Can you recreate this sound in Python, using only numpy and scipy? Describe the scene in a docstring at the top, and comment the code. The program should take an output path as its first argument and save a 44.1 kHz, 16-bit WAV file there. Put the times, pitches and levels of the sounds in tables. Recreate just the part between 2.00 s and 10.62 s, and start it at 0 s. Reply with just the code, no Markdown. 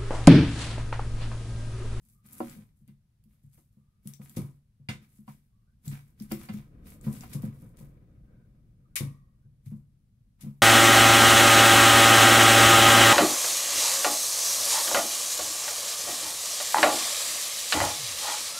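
"""Inside a wooden hutch, heard in stereo from just above: two rabbits chase and mount each other.
Feet boom on the hollow floor and knock the boards (ringing modes); claws rip the wood (noise bursts).
Shavings and leaves rustle and snap (grains and short cracks), with a brief echo from the walls.
Outdoors, filtered noise makes a hiss and a low rumble that swells once, like a far vehicle going by;
thin gliding calls, perhaps of a far bird, are faint."""
import sys
import numpy as np
from scipy import signal
from scipy.fft import rfft, irfft, next_fast_len
from scipy.io import wavfile

SR = 44100
rng = np.random.default_rng(int(sys.argv[2]) if len(sys.argv) > 2 else 0)


def file_out(sig):
    """Save sig as 16-bit WAV at sys.argv[1]."""
    # one column per channel
    cols = np.atleast_2d(sig).T
    # limit, then scale
    lim = np.clip(cols, -1, 1)
    pcm = np.round(lim * 32767).astype(np.int16)
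    wavfile.write(sys.argv[1], SR, pcm)


N = 380141  # length [samples]
TIME = np.arange(N) / SR
RING_TIME = TIME[:SR // 2]  # each contact is given half a second


def from_db(db):
    """Turns a level in dB into an amplitude factor."""
    return 10 ** (np.asarray(db) / 20)


def rms_one(x):
    """Scales a signal to an rms of 1."""
    return x / np.sqrt(np.mean(x ** 2) + 1e-20)


def at_hz(points, hz):
    """Reads a spectrum on a log-frequency axis."""
    points = np.array(points)
    log_hz = np.log(np.maximum(hz, 1))
    return np.interp(log_hz, np.log(points[:, 0]), points[:, 1])


def panned(x, pan_db):
    """Shares a sound between the channels; positive is louder on the left."""
    return x * from_db([[pan_db / 2], [-pan_db / 2]])


def add(out, s, sound):
    """Mixes a sound in at time s."""
    start = max(0, round(s * SR))
    out[:, start:start + sound.shape[1]] += sound[:, :N - start]


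def colour(x, spectrum):
    """Gives a signal a spectrum by weighting its frequencies; rms 1."""
    size = next_fast_len(x.shape[-1], True)
    gain = from_db(at_hz(spectrum, np.fft.rfftfreq(size, 1 / SR)))
    shaped = irfft(rfft(x, size) * gain, size)
    return rms_one(shaped[..., :x.shape[-1]])


def swell(rise_s, t60):
    """A ring that builds up and dies away, falling 60 dB in t60 seconds."""
    return (1 - np.exp(-RING_TIME / rise_s)) * from_db(-60 * RING_TIME / t60)


def plateau(s, hold_s, rise_db_per_s, fall_db_per_s):
    """Attack, hold and release in dB: full level (0 dB) from time s on, for hold_s."""
    rise_db = -rise_db_per_s * np.maximum(s - TIME, 0)
    fall_db = -fall_db_per_s * np.maximum(TIME - s - hold_s, 0)
    return rise_db + fall_db


def flutter(per_s, depth_db, size):
    """An uneven gain, gliding between random steps of at most twice the depth."""
    steps = rng.standard_normal(int(size / SR * per_s) + 2)
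    steps = np.clip(steps, -2, 2)
    return from_db(depth_db * np.interp(TIME[:size] * per_s, np.arange(len(steps)), steps))


# likeness of the left and right microphone signals: (frequency [Hz], correlation [-1 to 1])
LIKENESS = [(100, 0.96), (400, 0.91), (700, 0.19), (1050, 0), (2000, 0.066), (15000, 0.0026)]


def noise(spectrum, size):
    """Diffuse stereo noise, much alike in both channels only in the bass."""
    padded = next_fast_len(size)
    alike = np.clip(at_hz(LIKENESS, np.fft.rfftfreq(padded, 1 / SR)), -1, 1)
    mid, side = rfft(rng.standard_normal((2, padded)))
    pair = np.sqrt(1 + alike) * mid + np.sqrt(1 - alike) * side * [[1], [-1]]
    return colour(irfft(pair, padded), spectrum)[:, :size]


def struck(modes, strength, rise_cycles):
    """One blow rings every mode with a random phase; high modes reach the channels out of step."""
    out = 0
    for hz, db, t60 in modes:
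        apart = np.arccos(np.clip(at_hz(LIKENESS, hz), -1, 1)) * rng.choice([-.5, .5])
        phase = rng.uniform(0, 2 * np.pi) + apart * np.array([[1], [-1]])
        ring = swell(rise_cycles / hz, t60) * np.sin(2 * np.pi * hz * RING_TIME + phase)
        out = out + from_db(db + at_hz(strength, hz)) * ring
    return out


# hollow resonances of the wooden box: (frequency [Hz], width [Hz], added resonance [dB])
BOX = [(520.7, 55, 3), (604, 36, 4), (725, 110, 7), (943, 30, 5), (1006, 32, 6.5), (1236, 45, 3),
       (1530, 71, -1), (1957, 32, 1), (2250, 140, 3), (2480, 17, -3.5), (3640, 48, 6.5)]


def boxed(x):
    """The box lifts whatever lies near its hollow resonances."""
    out = x
    for hz, width_hz, db in BOX:
        out = out + from_db(db) * signal.lfilter(*signal.iirpeak(hz, hz / width_hz, fs=SR), x)
    return out


HUTCH_T60_S = .2


def hutch(x, echo_db):
    """Close wooden walls add a dense, short tail."""
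    tail = rng.standard_normal((2, len(RING_TIME))) * swell(0.001, HUTCH_T60_S)
    tail = tail / np.sqrt(np.sum(tail ** 2, axis=1, keepdims=True))
    return x + from_db(echo_db) * signal.fftconvolve(x, tail, axes=1)[:, :N]


# spectra of the low rumble, the far road and the faint hiss: (frequency [Hz], relative density [dB])
RUMBLE = [(15, -12.5), (30, -5.5), (42, -0.5), (60, -3.5), (85, -6), (115, -1.5), (145, -5), (175, -9.5),
          (215, -10.5), (280, -27.5), (400, -36), (900, -58)]
ROAD = [(40, 7.5), (150, 16.5), (300, 12), (400, 2), (520, -1.5), (700, -12), (900, -17.5), (1200, -10.5),
        (1700, -13.5), (2600, -20), (5000, -33)]
HISS = [(200, 6), (1000, 4.5), (3000, 1), (7000, 0), (11000, 1.5), (15500, -7.5)]
HISS_DB = -84.5
# one slow swell, as of a far vehicle: it nears, stays a moment and recedes
PASS_S, PASS_HOLD_S = 4.82, .6
RUMBLE_REST_DB, RUMBLE_PASS_DB = -66.5, -52.5
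ROAD_REST_DB, ROAD_PASS_DB = -90.5, -57.5


def outdoors():
    """A low rumble and far road noise swell and recede as noise; the box colours the road, a hiss stays."""
    rumble_db = RUMBLE_PASS_DB + plateau(PASS_S, PASS_HOLD_S, rise_db_per_s=14.5, fall_db_per_s=4.0)
    road_db = ROAD_PASS_DB + plateau(PASS_S, PASS_HOLD_S, rise_db_per_s=28, fall_db_per_s=10.5)
    # the steady and the passing part add as powers
    rumble_level = np.hypot(from_db(RUMBLE_REST_DB), from_db(rumble_db))
    road_level = np.hypot(from_db(ROAD_REST_DB), from_db(road_db))
    rumble = rumble_level * noise(RUMBLE, N) * flutter(per_s=19, depth_db=1.5, size=N)
    road = road_level * boxed(noise(ROAD, N)) * flutter(per_s=48, depth_db=3.0, size=N)
    return panned(rumble + road, 1.0) + from_db(HISS_DB) * noise(HISS, N)


# thin, faint gliding calls, perhaps of a far bird:
# (time [s], length [s], start pitch [Hz], end pitch [Hz], level [dB])
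FAR_CALLS = [(0.106, 0.29, 1196, 1270, -81.5), (1.716, 0.35, 1116, 1280, -90),
             (3.486, 0.25, 1110, 1212, -89.5), (3.658, 0.1, 1434, 1600, -86),
             (6.236, 0.27, 1543, 1510, -81.5), (6.84, 0.055, 1234, 1245, -79.5),
             (6.89, 0.087, 1500, 1510, -86), (7.418, 0.065, 1504, 1590, -87)]


def far_bird():
    """Thin gliding calls, smeared by distance into a wavering band."""
    out = np.zeros((2, N))
    for s, length_s, start_hz, end_hz, db in FAR_CALLS:
        size = int(length_s * SR)
        phase = 2 * np.pi * np.cumsum(np.linspace(start_hz, end_hz, size)) / SR
        # slow noise in both quadratures spreads the pitch into a band
        waver = colour(rng.standard_normal((2, 2, size)), [(35, 0), (90, -7), (250, -28), (700, -80)])
        call = waver[0] * np.cos(phase) + waver[1] * np.sin(phase)
        add(out, s, from_db(db) * call * signal.windows.tukey(size, .5))
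    return out


def grains(per_s, spread_db):
    """Countless tiny breaks of uneven size, each with its own strength in either channel."""
    born = rng.random(N) < per_s / SR
    sizes = from_db(spread_db * np.minimum(rng.exponential(1, N), 4))
    return born * sizes * rng.standard_normal((2, N))


def shifting(x, per_s, depth_db):
    """As strokes bend other stalks, the octaves of a rustle swell and fade on their own."""
    out, rest = 0, x
    for hz in 700 * 2 ** np.arange(5):
        below = signal.sosfiltfilt(signal.butter(2, hz, fs=SR, output="sos"), rest)
        out = out + below * flutter(per_s, depth_db, N)
        rest = rest - below
    return rms_one(out + rest * flutter(per_s, depth_db, N))


# a foot or flank sweeps through the bedding:
# (time [s], length [s], crisp shavings level [dB], dragging level [dB])
STROKES = [(0.035, 0.078, -70, -89), (0.256, 0.072, -64, -74.5), (0.33, 0.078, -54.5, -69.5),
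           (0.421, 0.11, -57.5, -64), (0.57, 0.024, -66, -77), (0.773, 0.0081, -75.5, -99),
           (0.877, 0.0051, -81, -84.5), (1.295, 0.064, -81.5, -89.5), (1.432, .015, -75, -94),
           (1.535, 0.041, -67, -86), (1.727, 0.0084, -79, -102), (2.057, 0.034, -64.5, -74.5),
           (2.219, 0.2, -63, -74), (2.356, 0.079, -61.5, -71.5), (3.025, 0.015, -75, -76.5),
           (3.09, 0.089, -70, -84.5), (3.289, 0.005, -60, -68.5), (3.42, .02, -80.5, -103),
           (3.857, 0.053, -55, -68.5), (3.92, 0.01, -60, -59.5), (4.02, 0.06, -71.5, -82),
           (4.2, 0.023, -60, -68.5), (4.312, 0.0069, -54.5, -58.5), (4.394, 0.051, -59, -64),
           (4.535, 0.013, -62.5, -62.5), (4.863, 0.039, -60, -67), (5.047, 0.012, -55, -62),
           (5.129, 0.036, -53.5, -62), (5.207, 0.025, -59, -62.5), (5.297, 0.035, -62, -64.5),
           (5.423, 0.032, -61, -69.5), (5.52, 0.12, -68.5, -80), (5.789, 0.0053, -60.5, -69.5),
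           (7.66, 0.012, -68, -83), (7.705, 0.0087, -69.5, -82.5), (8.414, 0.043, -66, -71),
           (8.575, 0.011, -77.5, -104)]
# every stroke bites quickly, then the shavings settle
BITE_DB_PER_S, SETTLE_DB_PER_S = 750, 173


def stroke_levels():
    """Gains of the crisp and the dragging rustle; the strongest stroke of the moment leads."""
    crisp = drag = -np.inf
    for s, length_s, crisp_db, drag_db in STROKES:
        shape_db = plateau(s, length_s, BITE_DB_PER_S, SETTLE_DB_PER_S)
        crisp = np.maximum(crisp, crisp_db + shape_db)
        drag = np.maximum(drag, drag_db + shape_db)
    return from_db(crisp), from_db(drag)


# spectra of crackling shavings and of dragging fur and feet: (frequency [Hz], relative density [dB])
CRISP = [(1500, -30), (3500, -10.5), (5500, -5.5), (8000, 3), (11000, 5), (13500, 3.5), (15500, -3.5)]
DRAG = [(200, -0.5), (450, -4), (750, -2.5), (1500, 3.5), (2400, 3), (4000, -3.5), (6500, -5.5),
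        (12000, -22)]
STIR_DB = 14.5  # the floor's murmur under a dragging body, relative to the drag


def bedding():
    """Shavings crackle as grains under the bodies; fur and feet drag more dully and stir the floor."""
    crisp_level, drag_level = stroke_levels()
    catching = flutter(per_s=55, depth_db=2.4, size=N)  # a foot catches and slips
    fine = colour(catching * grains(per_s=3000, spread_db=3.3), CRISP)
    coarse = colour(catching * grains(per_s=600, spread_db=3.0), DRAG)
    crisp = crisp_level * shifting(fine, per_s=60, depth_db=3)
    drag = drag_level * boxed(shifting(coarse, per_s=45, depth_db=4))
    murmur = noise([(70, -12), (140, -1.5), (180, -8), (220, 1), (300, -17), (600, -32.5)], N)
    stir = from_db(STIR_DB) * drag_level * murmur
    return hutch(panned(crisp, 0.79) + panned(drag, -0.66), echo_db=-4.5) + stir


# single stalks snapping: (time [s], level before decay and echo [dB], left minus right [dB])
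SNAPS = [(0.2573, -64, 12), (0.3095, -51, 0), (0.4968, -41.5, 4), (0.5346, -59, -9), (0.8777, -57, 8),
         (1.2392, -61, -11), (2.0735, -32.5, 5.5), (2.1365, -39, 5), (2.2958, -40.5, -3),
         (3.8794, -33, -0.5), (4.1999, -44, 3), (4.2217, -43.5, -3), (4.3195, -24.5, 2.5),
         (4.433, -43.5, -3), (4.538, -44, 5), (5.012, -48.5, 6), (5.208, -38, 3), (5.3352, -37, 1),
         (5.4211, -43, 2), (5.771, -52, 6), (6.9565, -23, 5.5)]
# spectrum of a crack before the stalk's own pitch: (frequency [Hz], relative density [dB])
SNAP_SPECTRUM = [(500, -21), (2000, -5), (4000, -0.5), (7000, 3), (11000, 1), (15500, 3)]


def snaps():
    """Dry stalks break with a crack of a few milliseconds, each with its own pitch."""
    out = np.zeros((2, N))
    for s, level_db, pan_db in SNAPS:
        crack = noise(SNAP_SPECTRUM, len(RING_TIME))
        stalk = signal.lfilter(*signal.iirpeak(rng.uniform(4000, 13000), 3, fs=SR), crack)
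        snap = rms_one(crack + 2 * stalk) * swell(.00005, .01)
        add(out, s, from_db(level_db) * panned(snap, pan_db))
    return hutch(out, echo_db=-2.5)


# quick claw scratches:
# (time [s], panel ring level [dB], rasp level [dB], hiss level [dB], left minus right of the hiss [dB])
SCRATCHES = [(2.3624, -84, -52, -40.5, 3), (4.3185, -63, -52, -63, 10), (5.3282, -63, -58, -41, 4),
             (6.958, -56, -31.5, -28, 11), (7.6565, -93, -71, -64, 8), (8.407, -92.5, -62, -48, 7)]
# spectra of the scratch and of the panel's lingering ring: (frequency [Hz], relative density [dB])
SCRATCH_SPECTRUM = [(300, -13), (750, -27), (1150, -12.5), (1500, -5.5), (2100, 4), (3000, -1), (4500, -4),
                    (6500, -4), (10500, -1.5), (13000, -4), (15500, -13.5)]
PANEL = [(700, -42.5), (1000, -15.5), (1110, -1), (1200, -4), (1330, -23), (1780, -36.5), (1900, -3.5),
         (2020, -37), (4000, -65.5)]


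def scratches():
    """A claw rips across the wood: a sudden, uneven rasp and hiss; the panel rings on a little."""
    out, size = np.zeros((2, N)), len(RING_TIME)
    rasp_filter = signal.butter(2, 5000, fs=SR, output="sos")
    hiss_filter = signal.butter(2, 5500, "high", fs=SR, output="sos")
    for s, panel_db, rasp_db, hiss_db, pan_db in SCRATCHES:
        grit = noise(SCRATCH_SPECTRUM, size)
        direct = grit * flutter(per_s=900, depth_db=3, size=size) * swell(.002, .155)
        echo = from_db(-15.0) * grit * swell(0.0061, 0.37)
        rasp = signal.sosfilt(rasp_filter, boxed(direct + echo))
        # only the direct hiss comes from one side; its echo fills the box
        hiss = signal.sosfilt(hiss_filter, panned(direct, pan_db) + echo)
        add(out, s, from_db(rasp_db) * rasp - from_db(hiss_db) * hiss)
        add(out, s, from_db(panel_db) * noise(PANEL, size) * swell(0.0031, 0.74))
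    return out


# claws and bodies against the boards:
# (time [s], clatter level [dB], low modes level [dB], middle modes level [dB], high modes level [dB])
KNOCKS = [(0.403, -47, -29, -33.5, -53), (0.882, -79, -66, -96, -67.5), (1.576, -72, -64, -76, -75),
          (2.194, -80, -63, -72, -86), (2.887, -57, -62, -46, -32.5), (3.278, -54.5, -62, -54, -60.5),
          (4.314, -63, -36.5, -43, -43), (4.487, -58, -53, -48.5, -46), (5.234, -58, -73, -50, -55),
          (5.431, -72, -51, -54.5, -81), (7.719, -85, -62, -81, -75), (8.441, -85, -54, -66, -68)]
# ringing of the side boards: (frequency [Hz], relative level [dB], 60 dB decay time [s])
BOARD_MODES = [(237.4, -3, 0.35), (311, -2, 0.2), (348, -4, 0.2), (470, -3.5, 0.062), (550, -6.5, 0.2),
               (613, -2.5, 0.081), (695, -7, 0.15), (751, 2.5, .12), (972, -0.5, 0.068),
               (1083, -3.5, 0.084), (1338, -3, 0.11), (1422, -5.5, 0.089), (1720, -6.5, 0.11),
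               (2060, -5.5, 0.19), (2400, -4, 0.062), (2780, -7.5, .15), (2830, -6, 0.062),
               (3200, -13.5, 0.11), (3558, -16, 0.21), (4260, -18.5, .14), (4720, -6, 0.076)]
CRACK_DB = -7  # a knock's crack, relative to its high modes


def knocks():
    """Hard contacts ring the side boards; their many weak modes blur into a short clatter."""
    rings, blur = np.zeros((2, 2, N))
    clatter_spectrum = [(200, -6.5), (500, -9.5), (750, 2.5), (1100, 9.0), (1700, -12.0), (4000, -34.5)]
    crack_spectrum = [(700, -18.5), (1500, -2.5), (3000, -4), (5000, -9), (8000, -9.0), (15000, -20)]
    for s, clatter_db, low_db, middle_db, high_db in KNOCKS:
        strength = [(500, low_db), (700, middle_db), (1100, middle_db), (2000, high_db)]
        add(rings, s, struck(BOARD_MODES, strength, rise_cycles=0.6))
        clatter = noise(clatter_spectrum, len(RING_TIME)) * swell(.003, .12)
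        crack = noise(crack_spectrum, len(RING_TIME)) * swell(.002, .23)
        add(blur, s, from_db(clatter_db) * clatter)
        add(blur, s, from_db(high_db + CRACK_DB) * crack)
    return panned(rings + boxed(blur), -1)


# paws on the floor: (time [s], boom level [dB], pitch that the spot favours [Hz], dull thud level [dB])
THUMPS = [(.561, -43.5, 226, -47), (0.594, -41, 101, -57), (.808, -51.5, 170, -76), (.882, -44.5, 179, -66),
          (1.255, -57, 221, -80), (1.439, -44, 124, -78.5), (1.769, -52.5, 180, -65.5),
          (2.054, -34.5, 176, -50.5), (2.195, -41.5, 168, -48), (2.367, -27, 289, -30),
          (2.382, -29, 154, -42), (2.798, -46.5, 128, -65.5), (2.888, -33.5, 188, -35.5),
          (3.188, -46, 205, -69), (3.279, -40.5, 190, -58), (3.871, -29, 138, -48), (4.208, -35, 219, -72),
          (4.318, -23, 291, -59), (4.495, -31.5, 193, -41), (4.542, -33.5, 218, -51),
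          (5.065, -22, 187, -30.5), (5.136, -41, 140, -59), (5.346, -26.5, 157, -35.5),
          (5.436, -24.5, 177, -34), (5.619, -43, 130, -44.5), (5.806, -40.5, 133, -45.5),
          (7.003, -25, 134.5, -30), (7.451, -47, 126, -64.5), (7.661, -31.5, 115, -57),
          (7.718, -30.5, 180.4, -49), (8.435, -33, 161, -69), (8.462, -34.5, 211, -45.5)]
# booming of the hollow floor: (frequency [Hz], relative level [dB], 60 dB decay time [s])
FLOOR_MODES = [(110, -3.5, 0.36), (140.53, 2, 0.41), (169.3, -6.5, 0.18), (211.4, 6.5, 0.19),
               (233.2, -5, 0.2), (331.5, -6.5, 0.26), (365.3, -9, 0.23), (487, -18, 0.25), (515, -3, 0.16),
               (595, -19, 0.089), (654, -19.5, 0.073), (782, -24, 0.12)]
# modes below and above the favoured pitch answer less
BELOW_DB_PER_OCTAVE, ABOVE_DB_PER_OCTAVE = 17, 24
SHOCK_DB = -10  # a hard landing shakes every mode, wherever it falls; relative to the thud


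def thumps():
    """Soft paws set the floor's modes booming, over a dull thud of the bedding and the box."""
    boom, thuds = np.zeros((2, 2, N))
    modes_hz = np.array(FLOOR_MODES)[:, 0]
    thud_spectrum = [(30, -19.0), (70, -12.0), (120, 6.0), (230, -4.0),
                     (330, -17), (700, -38.5), (1100, -30.5), (2500, -53.0)]
    for s, boom_db, spot_hz, thud_db in THUMPS:
        octaves = np.log2(modes_hz / spot_hz)
        off_spot_db = np.minimum(BELOW_DB_PER_OCTAVE * octaves, -ABOVE_DB_PER_OCTAVE * octaves)
        mode_db = np.maximum(boom_db + off_spot_db, thud_db + SHOCK_DB)
        strength = np.transpose([modes_hz, mode_db])
        add(boom, s, struck(FLOOR_MODES, strength, rise_cycles=0.93))
        thud = noise(thud_spectrum, len(RING_TIME)) * swell(.003, 0.34)
        add(thuds, s, from_db(thud_db) * thud)
    return panned(boom + boxed(thuds), 1.7)


def scene():
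    """Sums the layers, from the background outdoors to the paws on the floor."""
    return outdoors() + far_bird() + bedding() + snaps() + scratches() + knocks() + thumps()


CUTOFF_HZ = 15650


def record(dry):
    """The right microphone port is shaded in the upper treble; the top of both is cut steeply."""
    left, right = dry
    right = right - .6 * signal.lfilter(*signal.iirpeak(7300, 2.2, fs=SR), right)
    steep_cut = signal.ellip(10, .2, 80, CUTOFF_HZ, fs=SR, output="sos")
    return signal.sosfilt(steep_cut, [left, right])


dry = scene()
out = record(dry)
file_out(out)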